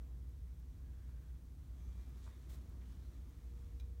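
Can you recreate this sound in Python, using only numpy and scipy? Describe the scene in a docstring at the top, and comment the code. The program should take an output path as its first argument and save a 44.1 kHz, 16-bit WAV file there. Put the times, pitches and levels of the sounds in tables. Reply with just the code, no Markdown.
"""Distant machines hum in a large industrial hall, heard while moving slowly along a walkway.
Their low tones beat against each other over a rumble, rushing ducts, a thin whine and a steady hiss.
Close by, friction makes noise: clothing rustles and rubs, and a shoe scuffs on grit.
Something knocks softly and a small metal catch clicks; both ring in damped modes that the walls prolong."""
import sys
import numpy as np
from scipy import signal
from scipy.fft import rfft, irfft
from scipy.io import wavfile
from scipy.ndimage import uniform_filter1d

SR = 44100
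rng = np.random.default_rng(int(sys.argv[2]) if len(sys.argv) > 2 else 0)


def master(y):
    """Save y as 16-bit WAV."""
    cut = np.clip(np.atleast_2d(y).T, -1, 1)
    pcm = np.round(cut * 32767)  # scale
    wavfile.write(sys.argv[1], SR, pcm.astype(np.int16))


N = 176400
T = np.arange(N) / SR


def undb(db):
    """Amplitude ratio of a level in decibels."""
    return 10 ** (np.asarray(db) / 20)


def envelope(points):
    """Gain over time, linear in decibels between (s, dB) points."""
    return undb(np.interp(T, *np.array(points).T))


def wander(rate_hz):
    """Slow random modulation: steps smoothed twice, with a spread near 1."""
    hold = int(SR / rate_hz)
    steps = np.repeat(rng.standard_normal(N // hold + 1), hold)
    return 1.3 * uniform_filter1d(uniform_filter1d(steps, hold), hold)[:N]


def noise(spectrum, grain=0):
    """Noise shaped to (Hz, dB per Hz) points; grain makes its tiny impacts unequal."""
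    white = rng.standard_normal(N)
    white *= np.exp(grain * np.repeat(rng.standard_normal(N // 16 + 1), 16)[:N])
    hz, db = np.array(spectrum).T
    bin_hz = np.maximum(np.arange(N // 2 + 1) * SR / N, 1)
    density = undb(np.interp(np.log(bin_hz), np.log(hz), db))
    skirt = np.minimum(bin_hz / hz[0], 1) * np.minimum(hz[-1] / bin_hz, 1)
    return irfft(rfft(white / white.std()) * density * skirt ** 2, N) * np.sqrt(SR / 2)


def edge(x, hz, kind, order=2):
    """Maximally flat low-pass or high-pass filter."""
    return signal.sosfilt(signal.butter(order, min(hz, SR / 2 - 1), kind, fs=SR, output="sos"), x)


def tone(hz, drift_hz, waver_db):
    """A sine near unit power under slow frequency and amplitude modulation."""
    turns = np.cumsum(hz + drift_hz * wander(2)) / SR + rng.random()
    return np.sqrt(2) * np.sin(2 * np.pi * turns) * undb(waver_db * wander(3.2))


def decay(age, t60):
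    """Exponential damping: a fall of 60 dB in t60 seconds."""
    return np.exp(-np.log(1000) * age / t60)


def strike(blows, modes, crack_db):
    """Impact excitation: each blow makes a broadband crack and rings the object's damped modes."""
    out = np.zeros(N)
    for start, db in blows:
        age = np.maximum(T - start, 0)
        ring = sum(undb(gain) * np.sin(2 * np.pi * hz * age) * decay(age, t60) for hz, gain, t60 in modes)
        crack = undb(crack_db) * rng.standard_normal(N) * decay(age, t60=0.012)
        out += undb(db) * (T >= start) * (ring + crack)
    return out


def machines():
    """Superposed motor tones beat at their difference frequencies; hum and whine grow near the end."""
    # Each row: frequency in Hz, level in dB before the hum's gain.
    motor_tones = [(33.4, -74.5), (50.1, -62.5), (57.8, -67), (60.9, -51), (73.9, -64), (88.3, -68.5),
                   (100.2, -76), (133, -73.5)]
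    # Each row: time in seconds, gain of the hum in dB.
    hum_gain = [(0, 0), (1, 1), (2.15, .5), (2.48, -2), (2.8, 0.3), (3.15, -0.5), (3.7, 2), (4, 2.5)]
    # Each row: time in seconds, level of the whine in dB.
    whine_level = [(0, -82.5), (.35, -81.5), (.8, -88), (1.2, -83.5), (1.9, -90.5), (2.15, -85),
                   (3.2, -84.5), (3.45, -78), (4, -75.5)]
    hum = sum(undb(db) * tone(hz, drift_hz=0.1, waver_db=0.76) for hz, db in motor_tones)
    whine = tone(hz=473.4, drift_hz=0.47, waver_db=-1)
    return hum * envelope(hum_gain) + whine * envelope(whine_level)


def air():
    """Broadband noises add in power: the hall's rumble, air rushing in ducts and an even hiss."""
    # Each row of the three spectra: frequency in Hz, density in dB per Hz.
    rumble_spectrum = [(18, -106), (25, -91.5), (32, -82), (42, -76.5), (62, -70.5), (80, -74.5),
                       (100, -80.5), (113, -83), (132, -80), (165, -89), (220, -99.5), (400, -110),
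                       (900, -130)]
    duct_spectrum = [(100, -106), (185, -86.5), (215, -93), (255, -87), (290, -94.5), (335, -93.5),
                     (410, -101), (500, -108), (650, -107.5), (800, -113), (1200, -114), (2500, -130)]
    hiss_spectrum = [(300, -114), (1000, -112.5), (1500, -116), (2100, -116), (2750, -120), (3400, -118.5),
                     (5000, -121), (5700, -119), (7500, -121.5), (9800, -121.5), (10400, -126.5),
                     (11000, -122), (16000, -122)]
    # Each row: time in seconds, gain of the duct noise in dB.
    duct_gain = [(0, 2), (.4, -4.5), (.8, -1.5), (1.5, -3), (2.05, 2), (2.35, -1.5), (2.6, 3), (3.3, 0),
                 (4, -1.5)]
    rumble = noise(rumble_spectrum) * undb(0.6 * wander(7.6))
    ducts = noise(duct_spectrum) * envelope(duct_gain)
    return rumble + ducts + noise(hiss_spectrum)


def clothing():
    """Friction of moving cloth gives grainy noise that flickers in level."""
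    # Each row: frequency in Hz, density in dB per Hz.
    cloth_spectrum = [(300, -120), (620, -111), (800, -117), (1150, -110), (1500, -114.5), (2000, -114),
                      (2800, -119.5), (3500, -115), (5000, -121), (6000, -118), (9000, -124), (16000, -128)]
    # Each row: time in seconds, gain in dB.
    cloth_gain = [(0, -20), (.7, -12), (1.1, -5), (1.5, -13.5), (1.85, -2), (2.3, 2.5), (2.42, -1),
                  (2.6, 2.5), (2.75, -2.5), (2.9, 1), (3.3, -2.5), (3.55, -2.5), (4, -8)]
    flicker = undb(1.7 * wander(24.8))
    return noise(cloth_spectrum, grain=0.34) * envelope(cloth_gain) * flicker


def ticks():
    """Bell-shaped pulses of high-passed noise, so brief that they are heard as faint ticks."""
    # Each entry: time of a peak in seconds.
    tick_times = [.293, .597, 2.094, 2.695, 3.294]
    level_db, width_s = -65.5, 0.0015
    pulses = sum(np.exp(-((T - at) / width_s) ** 2) for at in tick_times)
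    return undb(level_db) * pulses * edge(rng.standard_normal(N), 11800, "high", order=4)


def rubs():
    """Faint friction noise swells and fades, each time through one narrow resonance."""
    # Each row: start and length in seconds, centre and bandwidth in Hz, level in dB.
    strokes = [(0.78, 0.55, 1580, 190, -84), (1.7, .56, 1170, 67, -89), (1.72, 0.42, 3370, 150, -90),
               (1.75, .19, 6200, 450, -83.5), (2.29, .1, 3700, 290, -80), (2.8, .2, 3000, 200, -87),
               (2.96, 0.15, 4120, 280, -83.5)]
    fade_s = 0.055
    out = np.zeros(N)
    for start, length, hz, width_hz, db in strokes:
        band = signal.lfilter(*signal.iirpeak(hz, hz / width_hz, fs=SR), rng.standard_normal(N))
        shape = np.clip(np.minimum(T - start, start + length - T) / fade_s, 0, 1)
        out += undb(db) * shape * band / band.std()
    return out


def knocks():
    """Soft blows set an object in free vibration; its strongest modes die quickly."""
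    # Each row: start in seconds, level in dB.
    blows = [(1.093, -71.5), (2.2668, -66), (2.2745, -66), (2.2778, -62)]
    # Each row: frequency in Hz, gain in dB, 60 dB decay time in seconds.
    modes = [(730, -12, 0.0086), (908, -16, 0.18), (1050, 5, 0.019), (1230, 3, .015), (1430, -2, 0.016),
             (1920, -19, 0.18), (2245, -15, .16), (3600, -27, 0.13)]
    return strike(blows, modes, crack_db=-25)


def hall(x):
    """Reverberation: reflections from the steel walls add a diffuse, decaying tail."""
    tail = rng.standard_normal(N) * decay(T, t60=0.2)
    return x + undb(-7.5) * signal.fftconvolve(x, tail / np.linalg.norm(tail))[:N]


def squeak():
    """A nearly pure tone swells and fades as a thin squeak amid the rubbing."""
    # Each row: time in seconds, level in dB.
    squeak_level = [(1.6, -130), (1.82, -89), (2.1, -86), (2.3, -130)]
    return envelope(squeak_level) * tone(hz=2356, drift_hz=6, waver_db=0.9)


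def scuffs():
    """Sliding friction of a sole on grit gives short bursts of band-limited noise."""
    # Each row: start and length in seconds, gain in dB, lower and upper band edge in Hz.
    slides = [(2.22, 0.045, -1.5, 2980, 8500), (2.279, 0.08, -2, 1290, 2560), (2.476, 0.07, 0.5, 300, 750),
              (2.484, 0.064, -0.5, 150, 17300), (2.487, 0.014, 0, 10900, 17200), (2.714, .02, 3, 500, 1150),
              (2.807, 0.022, 2.5, 1600, 2700)]
    # Each row: frequency in Hz, density in dB per Hz.
    sole_spectrum = [(200, -108), (600, -104), (1100, -105), (1400, -110), (1900, -105), (2800, -112),
                     (3600, -106), (5300, -112), (7800, -108), (10400, -115), (13000, -111), (16000, -112)]
    attack_s, release_s = 0.012, 0.022
    out = np.zeros(N)
    for start, length, db, low_hz, high_hz in slides:
        attack = np.clip((T - start) / attack_s, 0, 1)
        release = np.exp(-np.maximum(T - start - length, 0) / release_s)
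        grit = edge(noise(sole_spectrum, grain=0.29), low_hz, "high")
        out += undb(db) * attack * release * edge(grit, high_hz, "low", order=4)
    return out


def metal_catch():
    """A small catch strikes and bounces; each contact excites its high modes."""
    # Each row: start in seconds, level in dB.
    contacts = [(3.7992, -57.5), (3.8022, -60), (3.8088, -62)]
    # Each row: frequency in Hz, gain in dB, 60 dB decay time in seconds.
    modes = [(1530, -15, 0.053), (2442, -16, 0.13), (2930, -14, .01), (3470, -8, .01), (3820, -5, 0.02),
             (3840, -12, 0.034), (4600, -8, .009), (5170, -10, 0.012), (6060, -12, .014), (13700, -15, .01)]
    return strike(contacts, modes, crack_db=-7)


def scene():
    """Superposition of the steady background and the small sounds; only the impacts reverberate."""
    steady = machines() + air()
    impacts = knocks() + metal_catch()
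    return (steady + clothing() + scuffs() + rubs() + squeak() + ticks() + hall(impacts))[None]


def record(dry):
    """Band limiting: a steep low-pass removes the highest treble."""
    cutoff_hz = 15800
    return signal.sosfilt(signal.ellip(10, .1, 70, cutoff_hz, fs=SR, output="sos"), dry)


dry = scene()
out = record(dry)
master(out)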